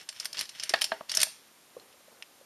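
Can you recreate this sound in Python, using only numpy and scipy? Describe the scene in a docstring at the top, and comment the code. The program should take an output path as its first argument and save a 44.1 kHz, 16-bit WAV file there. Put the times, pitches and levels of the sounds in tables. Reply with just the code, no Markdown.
"""A small mechanical adding machine is dialled with a stylus, close to a camera in a quiet room.
The pawl chatters over steel teeth: each click is a dying burst of tiny contacts through steel resonances.
The wheel scrapes as grainy noise through the same steel; noisy blows of the stylus ring the hollow case.
A hand rubs the case softly; damped tones make dull thumps, and stylus ticks sound late.
The room adds a short tail to clicks, knocks and thumps, and the camera and room hiss steadily."""
import sys
import numpy as np
from scipy import signal
from scipy.fft import rfft, irfft, next_fast_len
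from scipy.io import wavfile

SR = 44100
rng = np.random.default_rng(int(sys.argv[2]) if len(sys.argv) > 2 else 0)


def voltage_ratio(level):
    """Linear amplitude factor for a level in decibels (scalar or array-like)."""
    return 10 ** (np.asarray(level, float) / 20)


def wrap_up_sound(samples):
    """Save the sound to the file named by the first command line argument, as 16-bit audio."""
    columns = np.atleast_2d(samples).T
    # keep every value between -1 and 1, then stretch to whole-number steps
    tamed = np.clip(columns, -1, 1)
    steps = np.round(tamed * 32767).astype(np.int16)
    wavfile.write(sys.argv[1], SR, steps)


N = 108045  # length in samples


def unit(x):
    """Scale to rms 1."""
    return x / np.sqrt(np.mean(x ** 2) + 1e-20)


def along(points, hz):
    """Interpolate (f/Hz, value) points on a log frequency axis."""
    f, value = np.transpose(points)
    return np.interp(np.log(hz + 1), np.log(f + 1), value)


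def curve(rows):
    """One value per sample from (t/s, value) rows."""
    s, value = np.transpose(rows)
    return np.interp(np.arange(N) / SR, s, value)


def add(out, s, sound):
    """Mix a sound in at time s."""
    out[round(s * SR):][:len(sound)] += sound


def filtered(x, response):
    """Filter x by a complex response of frequency."""
    m = next_fast_len(len(x) + SR // 8)
    spectrum = rfft(x, m) * response(np.fft.rfftfreq(m, 1 / SR))
    return irfft(spectrum, m)[:len(x)]


def ringing(table, gain_db, pitch=1):
    """Causal response of parallel resonances with alternating signs, each with an extra gain."""
    def response(f):
        total = 0
        for k, (centre, width, db) in enumerate(table):
            resonance = 1j * f * width / ((centre * pitch) ** 2 - f * f + 1j * f * width)
            total = total + (-1) ** k * voltage_ratio(db + gain_db[k]) * resonance
        return total
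    return response


def chatter(count, uneven_db, grain_s):
    """Noise made of tiny contacts of uneven size, each holding its size for one grain."""
    size = np.repeat(rng.standard_normal(count), max(1, round(grain_s * SR)))[:count]
    return unit(rng.standard_normal(count) * voltage_ratio(uneven_db * size))


def steel(tilt_db, focus_db, scatter_db):
    """Response of the steel parts, tilted per octave and focused per octave squared about 5 kHz."""
    # dense resonances of wheels and pawl: (f/Hz, width/Hz, relative level/dB)
    steel_modes = [(1280, 420, -25), (1980, 760, 8), (2340, 100, -16), (2930, 1000, 6), (4550, 387, 4.5),
                   (5264, 347, 8.5), (6420, 2570, -3.5), (7190, 340, 0.5), (8470, 490, -4.5),
                   (9250, 890, -1), (10060, 1600, -5.5), (12040, 1440, -10.5)]
    octaves = np.log2(np.transpose(steel_modes)[0] / 5000)
    scatter = rng.normal(0, scatter_db, len(steel_modes))
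    return ringing(steel_modes, tilt_db * octaves - focus_db * octaves ** 2 + scatter)


def case(t, hard_hz, pitch, damped_t60):
    """A sharp blow with a short bright rattle rings the case; a soft contact loses the high modes."""
    # resonances of the hollow case: (f/Hz before the pitch factor, width/Hz, relative level/dB)
    case_modes = [(222, 34, -8), (397, 23, -9), (641.4, 20, 14), (765, 214, 0), (900, 135, 3.5),
                  (1150, 81, 2), (1450, 280, -2.5), (1618, 95, 5), (1800, 160, -1), (2480, 190, -6),
                  (2940, 390, -6), (3470, 283, -8), (4140, 220, -8.5)]
    contact_t60_s = 0.056
    rattle = 2.8 * np.diff(rng.standard_normal(len(t) + 1))
    blow = (rattle + 9 * (t == 0)) * voltage_ratio(-60 * t / contact_t60_s)
    body = ringing(case_modes, rng.normal(0, 1, len(case_modes)), pitch)
    ring = filtered(blow, lambda f: body(f) / (1 + 1j * f / hard_hz) ** 2)
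    ring = ring * voltage_ratio(-60 * t / damped_t60)
    return ring / np.sqrt(np.sum(ring ** 2) / (0.0049 * SR))  # equal energy for every blow


def scrape():
    """Grainy friction of the turning wheel through the steel; the push also thrums the table."""
    # the wheel scraping as it turns: (t/s, level/dB)
    scrape_levels = [(0, -49.5), (.03, -51.5), (.06, -68), (.14, -59.5), (.17, -45.5), (.185, -57),
                     (.24, -50), (.3, -67), (.35, -58), (.385, -36), (.42, -38.5), (.47, -63), (.53, -55.5),
                     (.6, -49.5), (.65, -51), (.69, -53), (.8, -51.5), (.9, -61), (1.08, -70), (1.093, -45),
                     (1.14, -46), (1.185, -35), (1.225, -31.5), (1.25, -52), (1.4, -65), (1.5, -76)]
    grit_db, grain_s = 3, 0.0012
    thrum_db, thrum_hz, thrum_width_hz = -17, 130, 70
    rub = unit(filtered(chatter(N, grit_db, grain_s), steel(0.73, 2.3, 0)))
    thrum_response = ringing([(thrum_hz, thrum_width_hz, 0)], [0])
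    thrum = unit(filtered(rng.standard_normal(N), thrum_response))
    level_db = curve(scrape_levels)
    thrum_level_db = 0.75 * (level_db + 46.5) - 51.5 + thrum_db  # follows the scrape, less steeply
    return voltage_ratio(level_db) * rub + voltage_ratio(thrum_level_db) * thrum


def slide():
    """Soft lumpy rubbing of a hand: uneven noise grains, dull through the case."""
    # a hand sliding on the case: (t/s, relative level/dB)
    slide_levels = [(0, -61.5), (.1, -74), (.4, -63), (.55, -72.5), (.75, -66), (.95, -59), (1.08, -70.5),
                    (1.3, -70.5), (1.7, -70), (1.79, -61), (1.95, -67), (2.05, -71.5), (2.12, -60.5),
                    (2.2, -66), (2.45, -70)]
    # dull colour of the rubbing: (f/Hz, relative level/dB)
    slide_colour = [(60, -11), (130, -7.5), (330, 1.5), (570, -0.5), (750, -1.5), (1300, -8.5), (2500, -21)]
    lumps = chatter(N, 3.3, 0.0043)
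    rub = unit(filtered(lumps, lambda f: voltage_ratio(along(slide_colour, f))))
    return voltage_ratio(curve(slide_levels) + 0.5) * rub


def hiss():
    """Steady noise of the camera and the room, shaped by a fixed spectrum."""
    # colour of the hiss: (f/Hz, relative spectral level/dB)
    hiss_colour = [(15, -38), (25, -10), (113, -5.5), (226, 0.5), (294, -2.5), (449, -8), (486, 1),
                   (651, -2), (1050, 0.5), (12300, -6), (14100, -2.5)]
    hiss_db = -57.5
    return voltage_ratio(hiss_db) * unit(filtered(rng.standard_normal(N), lambda f: voltage_ratio(along(hiss_colour, f))))


def pawl():
    """Each click is a snap and a dying burst of contacts that rings the steel and, weakly, the case."""
    # pawl clicks: (t/s, relative level/dB, chatter t60/s, brightness/dB per octave,
    # focus/dB per octave squared)
    clicks = [(0.0887, -26, 0.044, 5.5, 6), (0.1264, -41.5, 0.03, 4.5, -1),
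              (0.1981, -25.5, 0.057, 4.5, 8.5), (0.2074, -36, 0.012, 4, -16),
              (0.2272, -45, 0.086, 1, -12.5), (0.2454, -33.5, 0.044, 6.5, -2.5),
              (0.2545, -22.5, 0.038, 6.5, -0.7), (0.3289, -27, 0.024, 8.5, 10),
              (0.344, -35.5, 0.099, -4, 6.5), (0.3699, -29, 0.045, -23, 27),
              (0.3902, -23.5, 0.062, 9.5, 11), (0.4004, -33, 0.022, 5, -1), (0.41, -19.5, 0.022, 6, 2),
              (0.4345, -44, 0.046, 14, 8), (0.4534, -39, 0.053, 4, 4), (0.4915, -33.5, 0.048, 4, 6),
              (0.549, -45.5, 0.16, -14, 12), (0.597, -27.5, 0.06, -4, 13.5),
              (0.6261, -34.5, 0.1, -11.5, 17.5), (0.634, -23, 0.043, 6.5, 4),
              (0.6582, -44.5, 0.16, -21, -4.5), (0.6927, -19, 0.041, 8, 4),
              (0.701, -36.5, 0.12, -7.5, -6.5), (0.7392, -27.5, 0.029, 0, -5.5),
              (0.7586, -30.5, 0.026, -14, 21), (0.7875, -38, 0.038, -1, 8), (0.812, -27.5, 0.11, 6.5, -2),
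              (0.817, -15, 0.05, 5.5, 4), (0.8413, -17, 0.046, 7, 4.5), (1.0943, -25, 0.057, 1, 15),
              (1.1159, -22, 0.048, 3.5, 3.5), (1.1395, -28, 0.052, -2, 2.5), (1.1489, -20, 0.054, 14.5, 15),
              (1.1708, -9.5, 0.022, 8.5, 3.5), (1.2016, -17, 0.026, 6.5, 11),
              (1.2142, -15.5, 0.052, 8.5, 8.5), (1.2301, -9, 0.03, 9, -1.1)]
    uneven_db, grain_s, rise_s = 1.5, 0.0005, 0.0007
    snap_db, snap_t60_s = 1, 0.01
    scatter_db = 1.5  # random spread of the steel resonances from click to click
    case_share_db = -24  # how much of a click reaches the case
    out, t = np.zeros(N + SR), np.arange(SR // 5) / SR
    for s, db, t60, tilt_db, focus_db in clicks:
        decay = voltage_ratio(-60 * t / t60) + voltage_ratio(snap_db - 60 * t / snap_t60_s)
        burst = chatter(len(t), uneven_db, grain_s) * decay * (1 - np.exp(-t / rise_s))
        click = filtered(burst, steel(tilt_db, focus_db, scatter_db))
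        click = click / np.sqrt(np.sum(click ** 2) / (t60 * SR / 8))  # longer chatter gets more energy
        case_ring = case(t, 1500, 0.98, 1.0)
        add(out, s, voltage_ratio(db - 5.5) * (click + voltage_ratio(case_share_db) * case_ring))
    return out[:N]


def thumps():
    """Soft dull thumps, one of them the low body of the hard knock: a quickly damped tone with one
    weak overtone."""
    # dull thumps: (t/s, relative level/dB, pitch f/Hz)
    thump_rows = [(.706, -45.5, 377), (.7372, -24, 705.5), (1.766, -37.5, 500), (1.782, -51, 425),
                  (1.94, -58, 570), (2.005, -57.5, 576), (2.081, -53.5, 590), (2.165, -59, 570),
                  (2.411, -51.5, 542)]
    rise_s, t60_s = 0.0015, 0.027
    overtone_ratio, overtone_db = 2.21, -15.5
    out, t = np.zeros(N + SR), np.arange(SR // 4) / SR
    for s, db, hz in thump_rows:
        tone = np.sin(2 * np.pi * hz * t)
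        tone += voltage_ratio(overtone_db) * np.sin(2 * np.pi * hz * overtone_ratio * t)
        envelope = voltage_ratio(db + 12.5 - 60 * t / t60_s) * (1 - np.exp(-t / rise_s)) ** 2
        add(out, s, envelope * tone)
    return out[:N]


def knocks():
    """The stylus strikes the hollow case, whose panel stiffens under harder blows."""
    # knocks on the case: (t/s, level/dB, hardness f/Hz, t60/s of damping by the hand)
    knock_rows = [(0.7374, -15.5, 3230, 0.064), (0.9177, -22, 2520, 0.23), (1.0086, -35.5, 590, 0.02),
                  (1.173, -34, 600, 0.76), (1.231, -46, 580, 0.27), (1.268, -45.5, 596, 0.26)]
    stiffening = 2.2  # the panel's pitch rises with the square of the blow
    out, t = np.zeros(N + SR), np.arange(SR // 4) / SR
    for s, db, hard_hz, damping_t60 in knock_rows:
        pitch = 1 + stiffening * voltage_ratio(db) ** 2
        add(out, s, voltage_ratio(db) * case(t, hard_hz, pitch, damping_t60))
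    return out[:N]


def ticks():
    """The stylus tip ticks the plate: a short rattle into one resonance, with a weaker edge of steel."""
    # lone ticks: (t/s, relative level/dB, pitch f/Hz, width/Hz of the resonance before it is squared)
    tick_rows = [(1.798, -53.5, 4230, 250), (1.927, -55.5, 3000, 910), (2.224, -36.5, 2820, 900)]
    t60_s, edge_db = 0.031, -4
    out, t = np.zeros(N + SR), np.arange(SR // 10) / SR
    for s, db, hz, width_hz in tick_rows:
        burst = (rng.standard_normal(len(t)) + 10 * (t == 0)) * voltage_ratio(-60 * t / t60_s)
        resonance = ringing([(hz, width_hz, 0)], [0])
        ping = unit(filtered(burst, lambda f: resonance(f) ** 2))
        edge = unit(filtered(burst, steel(0.36, 2.9, 0)))
        add(out, s, voltage_ratio(db - 13.5) * (ping + voltage_ratio(edge_db) * edge))
    return out[:N]


def room(x):
    """A noise tail answers the sound; each frequency of it dies at its own speed."""
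    # decay of the room: (f/Hz, t60/s)
    room_decay = [(200, 0.15), (1000, 0.27), (5000, 0.35), (12000, 0.28)]
    delay_s, blur_s = 0.003, 0.002
    hz, t, z = signal.stft(rng.standard_normal(SR // 2), SR, nperseg=256)
    decay = voltage_ratio(-60 * t / along(room_decay, hz)[:, None])
    tail = signal.istft(z * decay, SR, nperseg=256)[1]
    # scattering blurs the narrow rings: the sign flips at random
    signs = np.repeat(rng.choice([-1, 1], N), round(blur_s * SR))[:N]
    delayed = np.pad(x * signs, (round(delay_s * SR), 0))
    return signal.fftconvolve(delayed, tail / np.linalg.norm(tail))[:N]


def scene():
    """Machine with its room, the faint ticks, the scrape, the sliding hand and the hiss."""
    room_db = -13.5
    machine = pawl() + knocks() + thumps()
    mix = machine + voltage_ratio(room_db) * room(machine) + ticks() + scrape() + slide() + hiss()
    return mix[None]  # one channel


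def top_cut(x):
    """Nothing passes above the cut-off."""
    return signal.sosfilt(signal.butter(12, 13900, fs=SR, output="sos"), x)


def record(dry):
    """The microphone path has a narrow dip, a gentle bass limit and a steep treble limit."""
    notch_hz, notch_width_hz, notch_depth = 7860, 175, 0.94
    bass_hz, top_hz, top_width_hz = 108, 13550, 220

    def microphone(f):
        notch = 1 - notch_depth * np.exp(-((f - notch_hz) / notch_width_hz) ** 2)
        bass_limit = 1 / (1 + bass_hz / (1j * f + 0.0011))  # the small term avoids dividing by zero
        treble_limit = 1 / (1 + np.exp(np.clip((f - top_hz) / top_width_hz, -50, 50)))
        return notch * bass_limit * treble_limit

    mix = filtered(dry[0], microphone)[None]
    return top_cut(mix)


dry = scene()
out = record(dry)
wrap_up_sound(out)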